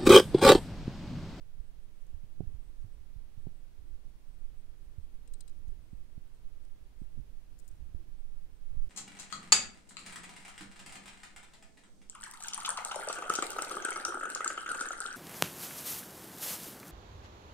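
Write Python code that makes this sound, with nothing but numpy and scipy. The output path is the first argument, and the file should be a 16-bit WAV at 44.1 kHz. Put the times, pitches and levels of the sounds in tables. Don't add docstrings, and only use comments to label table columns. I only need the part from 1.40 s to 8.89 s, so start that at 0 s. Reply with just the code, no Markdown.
import sys
import numpy as np
from scipy import signal
from scipy.fft import rfft, irfft
from scipy.io import wavfile
from scipy.ndimage import uniform_filter1d

SR = 44100
rng = np.random.default_rng(int(sys.argv[2]) if len(sys.argv) > 2 else 0)


def generate_wav(sig):
    pcm = np.round(np.clip(np.atleast_2d(sig).T, -1, 1) * 32767).astype(np.int16)
    wavfile.write(sys.argv[1], SR, pcm)


N = 330309
TIME = np.arange(N) / SR


def amp(db):
    return 10 ** (np.asarray(db) / 20)


def unit_rms(x):
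    return x / np.sqrt(np.mean(x ** 2) + 1e-30)


def add(mix, start_s, sound):
    part = mix[max(round(start_s * SR), 0):][:len(sound)]
    part += sound[:len(part)]


def colour(points, hz):
    f, db = np.transpose(points)
    return amp(np.interp(np.log(hz + 1), np.log(f + 1), db))


def noise(density):
    gain = colour(density, np.fft.rfftfreq(N, 1 / SR))
    return irfft(rfft(rng.standard_normal(N)) * gain, N) * np.sqrt(SR / 2)


def fuzzy_tone(hz, width_hz):
    offset = (np.fft.rfftfreq(N, 1 / SR) - hz) / width_hz
    return unit_rms(irfft(rfft(rng.standard_normal(N)) / (1 + (2 * offset) ** 2) ** .75, N))


def swells(rows):
    level = np.zeros(N)
    for middle, length, db in rows:
        add(level, middle - length / 2, amp(db) * signal.windows.tukey(int(length * SR), .5))
    return level


def wander(count):
    return unit_rms(signal.resample(rng.standard_normal(count), N))


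# f/Hz, level/dB
HUM_TONES = [(50, -66), (74, -73.5)]
# middle t/s, length/s, level/dB
DRONE_SWELLS = [(3.55, 0.42, -68.5), (4.25, 0.42, -70), (6.45, 0.45, -68.5)]
# f/Hz, width/Hz, relative level/dB
DRONE_PARTIALS = [(80.7, 6, 3.5), (171.6, 31, -9), (306, 18, -14)]
# middle t/s, length/s, level/dB, f/Hz
BRIEF_TONES = [(2.46, 0.21, -77.5, 298), (3.93, 0.14, -76.5, 462), (4.306, 0.1, -75, 384),
               (6.66, 0.2, -72.5, 323)]
# f/Hz, density/(dB per Hz)
FLOOR_LEFT = [(8, -99.5), (35, -72.5), (70, -87.5), (110, -87), (200, -93), (400, -98), (700, -105),
              (1200, -110), (2800, -114), (6000, -119), (12500, -119.5), (15500, -124)]
# f/Hz, density/(dB per Hz)
FLOOR_RIGHT = [(30, -76.5), (70, -84.5), (110, -87), (200, -95), (400, -99.5), (700, -104), (1200, -108),
               (2800, -111), (5800, -115.5), (7500, -118.5), (11000, -120), (15500, -120.5)]


def room_tone():
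    hum = sum(amp(db) * fuzzy_tone(hz, width_hz=5.8) for hz, db in HUM_TONES)
    drone = sum(amp(db) * fuzzy_tone(hz, width) for hz, width, db in DRONE_PARTIALS)
    tones = sum(swells([swell]) * fuzzy_tone(hz, width_hz=42) for *swell, hz in BRIEF_TONES)
    floor = np.array([noise(FLOOR_LEFT), noise(FLOOR_RIGHT)])
    return floor + hum + swells(DRONE_SWELLS) * drone + tones


# t/s, level/dB
TREMOR_LEVELS = [(0, -39), (0.552, -38), (1.0, -36), (1.7, -39.5), (2.1, -33.5), (2.3, -44.5), (2.8, -37.5),
                 (3.2, -35), (3.7, -44), (4.0, -35), (4.3, -36.5), (4.9, -39), (5.35, -37), (5.7, -37.5),
                 (6.7, -38.5), (7.22, -41.5), (7.39, -28.5), (7.49, -26)]
# middle t/s, length/s
HAND_LULLS = [(0.554, 0.13), (0.933, 0.096), (1.352, 0.12), (1.89, 0.096), (2.335, 0.082), (2.615, 0.088),
              (2.82, 0.18), (2.984, 0.064), (3.707, 0.088), (4.036, 0.067), (4.715, 0.16), (4.95, .2),
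              (5.24, .14), (5.518, 0.091), (6.86, .1)]
# f/Hz, relative level/dB
PRESSURE_SPECTRUM = [(2, -12.5), (6, 0), (11, 2.5), (20, -5), (35, -24), (70, -31.5), (150, -43.5),
                     (400, -80)]
# middle t/s, length/s, level/dB
GRIP_SHIFTS = [(1.27, 0.12, -55), (1.61, .16, -50), (2.14, 0.069, -52), (2.27, 0.06, -57),
               (2.42, 0.1, -48.5), (2.53, 0.082, -46), (2.68, 0.085, -48), (2.91, 0.1, -60),
               (3.13, 0.19, -54), (3.27, .1, -54), (3.8, .1, -58.5), (4.2, 0.12, -56), (4.39, 0.11, -48),
               (5.35, 0.069, -51), (5.95, 0.18, -53), (6.15, 0.11, -53.5), (6.31, 0.098, -50),
               (6.72, 0.12, -51.5), (7.1, 0.12, -51)]
# f/Hz, relative level/dB
FLEX_SPECTRUM = [(12, -14), (28, -4), (48, 6), (80, -10), (130, -21.5), (300, -34.5), (1000, -70)]
# middle t/s, length/s, level/dB
HAND_BRUSHES = [(7.41, 0.28, -71.5)]
# f/Hz, relative level/dB
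BRUSH_SPECTRUM = [(100, -14), (300, 3), (800, -1), (1400, -6), (3000, -19), (8000, -47)]


def hand_sway(waver_db=1.5, lull_db=6):
    tremor_db = np.interp(TIME, *np.transpose(TREMOR_LEVELS)) + waver_db * wander(count=90)
    still = swells([(middle, length, 0) for middle, length in HAND_LULLS])
    rumble = unit_rms(noise(PRESSURE_SPECTRUM)) * amp(tremor_db - lull_db * still)
    flex = swells(GRIP_SHIFTS) * unit_rms(noise(FLEX_SPECTRUM))
    brush = swells(HAND_BRUSHES) * unit_rms(noise(BRUSH_SPECTRUM))
    return rumble + flex + brush


def jolt(t, half_time_ms, push):
    u = t * 1000 / half_time_ms
    return (push + u * np.sqrt(np.e)) * np.exp(-u ** 2 / 2) / np.sqrt(push ** 2 + np.e / 2)


def bounce(t, hz, loss_db_per_cycle=5.5):
    cycles = np.maximum(t, 0) * hz
    ease_in = np.sin(np.pi * np.minimum(cycles, .5)) ** 2
    return ease_in * amp(-loss_db_per_cycle * cycles) * np.cos(2 * np.pi * cycles)


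# t/s, level/dB, contact half-time/ms,
# one-way push/ratio (negative = letting go), bounce f/Hz, bounce level/dB re the jolt
FINGER_BUMPS = [(0.203, -28.5, 4.2, 7, 50, -24), (0.744, -34, 4.2, 0.5, 74, -5.5),
                (.840, -37.5, 1.6, 3, 90.5, -15), (1.007, -25.9, 1.14, -0.4, 172, -7.5),
                (1.037, -33.5, 1.9, -1.5, 110, -13), (1.075, -31.5, 3.1, 1.5, 70, -12),
                (1.091, -48, 1.5, 3, 160, -13), (1.147, -33.5, 3.2, 0.8, 44, -5.5),
                (1.444, -37, 2.1, 4.5, 101, 0.5), (1.764, -34, 2.44, 1.5, 40, -8),
                (1.979, -38.5, 1.9, -1, 99, -12), (2.0687, -43.5, 0.39, 1, 180, -20),
                (2.071, -31, 1.28, -0.5, 180, -9.5), (3.585, -32.3, 1.8, 2.9, 74, -5),
                (4.2847, -29.5, 3.8, 6, 27, -4), (4.533, -35.5, 1.34, 0.5, 47, -2),
                (4.779, -33.5, 1.38, 2.5, 47, -20), (5.619, -35, 1.21, 0.5, 42.7, -4),
                (5.777, -37, 1.14, 3.5, 139, -16), (5.789, -37.5, 1.45, -1.5, 130, -13),
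                (5.8, -35, 1.26, 8, 43.3, -3), (6.427, -35.5, 2.3, -2, 60, -3),
                (6.546, -40.5, 0.87, 3, 57, -15), (6.549, -28, 2.16, 8, 58, -18),
                (7.335, -38, 2.7, -1.5, 60, -5), (7.373, -28.5, 2.5, 7, 32.7, -4)]
# f/Hz, relative level/dB, t60/s
CASE_MODES = [(128.8, -27.5, 0.21), (180, -36, 0.12), (417, -18, 0.046), (765, -20, 0.041)]


def finger_bumps(tap_db=-34, tap_speed_db=-27.5, tap_growth=2.76, rub_db=-28, rub_s=.038):
    lead_s, tap_early_s = .06, .00018
    t, knocks, pressing = np.arange(SR // 4) / SR, np.zeros(N), np.zeros(N)
    since_contact = t - lead_s
    for at, db, contact_ms, push, bounce_hz, bounce_db in FINGER_BUMPS:
        speed_db = db - 20 * np.log10(contact_ms)
        tap_gain = amp(tap_db + tap_growth * (speed_db - tap_speed_db))
        tap = tap_gain * jolt(since_contact + tap_early_s, half_time_ms=.44, push=0)
        swing = np.sign(push) * amp(bounce_db) * bounce(since_contact, bounce_hz)
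        add(knocks, at - lead_s, amp(db) * (jolt(since_contact, contact_ms, push) + swing) + tap)
        add(pressing, at - lead_s, amp(db) * np.exp(-abs(since_contact) / rub_s))
    ring = sum(amp(db - 60 * t / t60) * np.sin(2 * np.pi * hz * t) * 2 * np.pi * hz / SR
               for hz, db, t60 in CASE_MODES)
    return knocks + signal.fftconvolve(knocks, ring)[:N] + amp(rub_db) * skin_rub(pressing)


# f/Hz, relative level/dB
SKIN_SPECTRUM = [(10, -7), (50, 1.5), (130, 1.5), (250, -8), (500, -21), (1000, -46), (4000, -92)]


def skin_rub(pressing):
    return pressing * unit_rms(noise(SKIN_SPECTRUM))


# middle t/s, length/s, level/dB
LENS_SLIDES = [(.66, .35, -84), (1.41, 0.24, -80.5), (2.6, 1.3, -89), (4.14, .08, -80), (4.3, 0.061, -79.5),
               (5.62, .08, -83), (6.3, 0.3, -78)]
# f/Hz, relative level/dB
SLIDE_SPECTRUM = [(1000, -14), (2700, -4), (4500, -3), (6000, -1), (7300, -2), (8700, 6), (10500, -10),
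                  (13000, -10), (16000, -8)]


def lens_rustle(grain=.46):
    catches = np.exp(grain * unit_rms(uniform_filter1d(rng.standard_normal(N), size=200)))
    return swells(LENS_SLIDES) * unit_rms(noise(SLIDE_SPECTRUM) * catches)


# middle t/s, length/s, level/dB
FOCUS_MOVES = [(0.252, 0.13, -81), (.58, .04, -81), (1.26, 0.13, -79), (1.538, 0.058, -80),
               (2.01, 0.063, -76.5), (2.172, 0.083, -79), (2.49, .04, -80), (2.91, 0.13, -82),
               (3.18, 0.1, -80), (3.61, 0.12, -80.5), (3.985, 0.14, -79), (4.3, 0.055, -82),
               (4.543, 0.15, -84), (4.97, 0.1, -79.5), (5.24, 0.051, -83), (5.61, 0.072, -79),
               (6.28, 0.09, -78), (6.795, 0.064, -76.5), (7.15, 0.091, -85)]
WHIRR_HZ, BLIP_HZ, WHINE_HZ = 8230, 8510, 9380


def lens_drive(twitch_s=.035, twitch_db=-85, flutter_db=2, blip_s=.045, blip_db=-84,
               whine_db=-88.5, waver_db=2, dip_db=10, rise_hz_per_s=14):
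    twitches = [(at, twitch_s, twitch_db) for at in rng.uniform(0, N / SR, size=12)]
    ragged = fuzzy_tone(WHIRR_HZ, width_hz=175) * amp(flutter_db * wander(count=600))
    whirr = swells(FOCUS_MOVES + twitches) * unit_rms(ragged)
    blip_times = np.arange(.44, N / SR, step=1.003)
    blips = swells([(at, blip_s, blip_db) for at in blip_times]) * fuzzy_tone(BLIP_HZ, width_hz=77)
    fade_db = np.interp(TIME, [0, 2], [-3, 0])
    moving = np.minimum(swells(FOCUS_MOVES) / amp(twitch_db), 1)
    whine_gain = amp(whine_db + fade_db + waver_db * wander(count=70) - dip_db * moving)
    whine = whine_gain * fuzzy_tone(WHINE_HZ, width_hz=77)
    rise = np.exp(1j * np.pi * rise_hz_per_s * TIME ** 2)
    return (signal.hilbert(whirr + blips + whine) * rise).real


def mount_buzz(t, rise_s, hz=4060, width_hz=130, t60=.055):
    jitter = np.cumsum(rng.standard_normal(len(t))) * np.sqrt(2 * np.pi * width_hz / SR)
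    return np.minimum(t / rise_s, 1) * amp(-60 * t / t60) * np.sin(2 * np.pi * hz * t + jitter)


def chatter_envelope(t, length, attack_s=.0002, fade_db=6, rattle_db=-19, rattle_t60=.055):
    chatter = np.clip((length - t) * SR, 0, 1) * amp(-fade_db * np.minimum(t / length, 1))
    rattle = amp(rattle_db - 60 * t / rattle_t60)
    return np.minimum(t / attack_s, 1) * np.maximum(chatter, rattle)


# f/Hz, width/Hz, relative level/dB
BARREL_MODES = [(3020, 240, -11.5), (5170, 200, -7), (5700, 200, -16), (6870, 300, -8.5), (7750, 200, -19),
                (8260, 130, 6), (8490, 110, -12), (9650, 250, -14), (10850, 300, -13), (11700, 400, -13)]
# f/Hz, relative level/dB
RASP_SPECTRUM = [(1000, -9), (3000, -8), (3550, -21), (4500, -11), (5300, -4), (6100, -20), (6850, 1.5),
                 (7700, -12), (10000, -17), (12400, -26), (13150, -20), (14000, -36), (14900, -36),
                 (16000, -25)]
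# t/s, level/dB, length/s, brightness/(dB per octave), body band gain/dB
LENS_TICKS = [(.617, -74, .006, 3, -3), (.666, -69, .0054, 8, 0), (3.8755, -58, 0.0056, 0.5, 1),
              (3.936, -49.5, 0.005, 3, 2), (4.0063, -47, 0.0058, 3, 2), (4.078, -54, 0.0046, -1, 3),
              (4.095, -64.5, 0.0049, 1, 0), (4.28, -66, .0036, 14, 0), (4.945, -74, .005, 4, 0),
              (5.249, -68.5, 0.0064, -3, 5), (6.184, -70, .004, 6, 2), (6.1895, -54.3, 0.0049, 16, -4),
              (6.1968, -57.5, 0.0075, 10, -1), (6.278, -53.5, 0.0043, 11, -3),
              (6.285, -57.5, 0.0071, 13, 0), (6.314, -68, 0.0027, 5, 0)]


def lens_ticks(grain=.069, top_hz=12500, body_hz=5100, body_half_width_hz=700,
               snap_db=-6, snap_s=.0007, buzz_db=-14, size=4096):
    t, hz, out = np.arange(size) / SR, np.fft.rfftfreq(size, 1 / SR), np.zeros(N)
    barrel = sum((-1) ** k * amp(db) / (1 + 2j * (hz - f) / width)
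                 for k, (f, width, db) in enumerate(BARREL_MODES))
    barrel /= 1 + (hz / top_hz) ** 10
    octaves = np.log2(np.maximum(hz / WHIRR_HZ, 1 / 4))
    body_band = np.exp(-((hz - body_hz) / body_half_width_hz) ** 2)
    for at, db, length, brightness, body_db in LENS_TICKS:
        ring_db = 6.5 + .62 * (db + 60) - 1.27 * brightness
        slips = rng.choice([-1, 1], (2, size)) * np.exp(grain * rng.standard_normal((2, size)))
        rasp_drive, ring_drive = rfft(slips * chatter_envelope(t, length))
        spectrum = rasp_drive * colour(RASP_SPECTRUM, hz) + amp(ring_db) * ring_drive * barrel
        tick = irfft(spectrum * amp(brightness * octaves + body_db * body_band))[:size // 2]
        add(out, at, amp(db) * tick * np.sqrt(length * SR / np.sum(tick ** 2)))
        snap = np.diff(slips[0], prepend=0) * np.exp(-t / snap_s)
        add(out, at, amp(db + snap_db) * snap)
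        add(out, at, amp(db + ring_db + buzz_db) * mount_buzz(t, rise_s=length))
    return out


def scene(lens_leak_db=-25, bump_leak_db=-32):
    lens = lens_ticks() + lens_rustle() + lens_drive()
    bumps = finger_bumps()
    left = lens + amp(bump_leak_db) * bumps
    right = bumps + hand_sway() + amp(lens_leak_db) * lens
    return room_tone() + np.array([left, right])


def record(dry, edge_hz=15680):
    lowpass = signal.ellip(10, .05, 60, edge_hz, fs=SR, output="sos")
    return signal.sosfiltfilt(lowpass, dry) * signal.windows.tukey(N, .002)


dry = scene()
out = record(dry)
generate_wav(out)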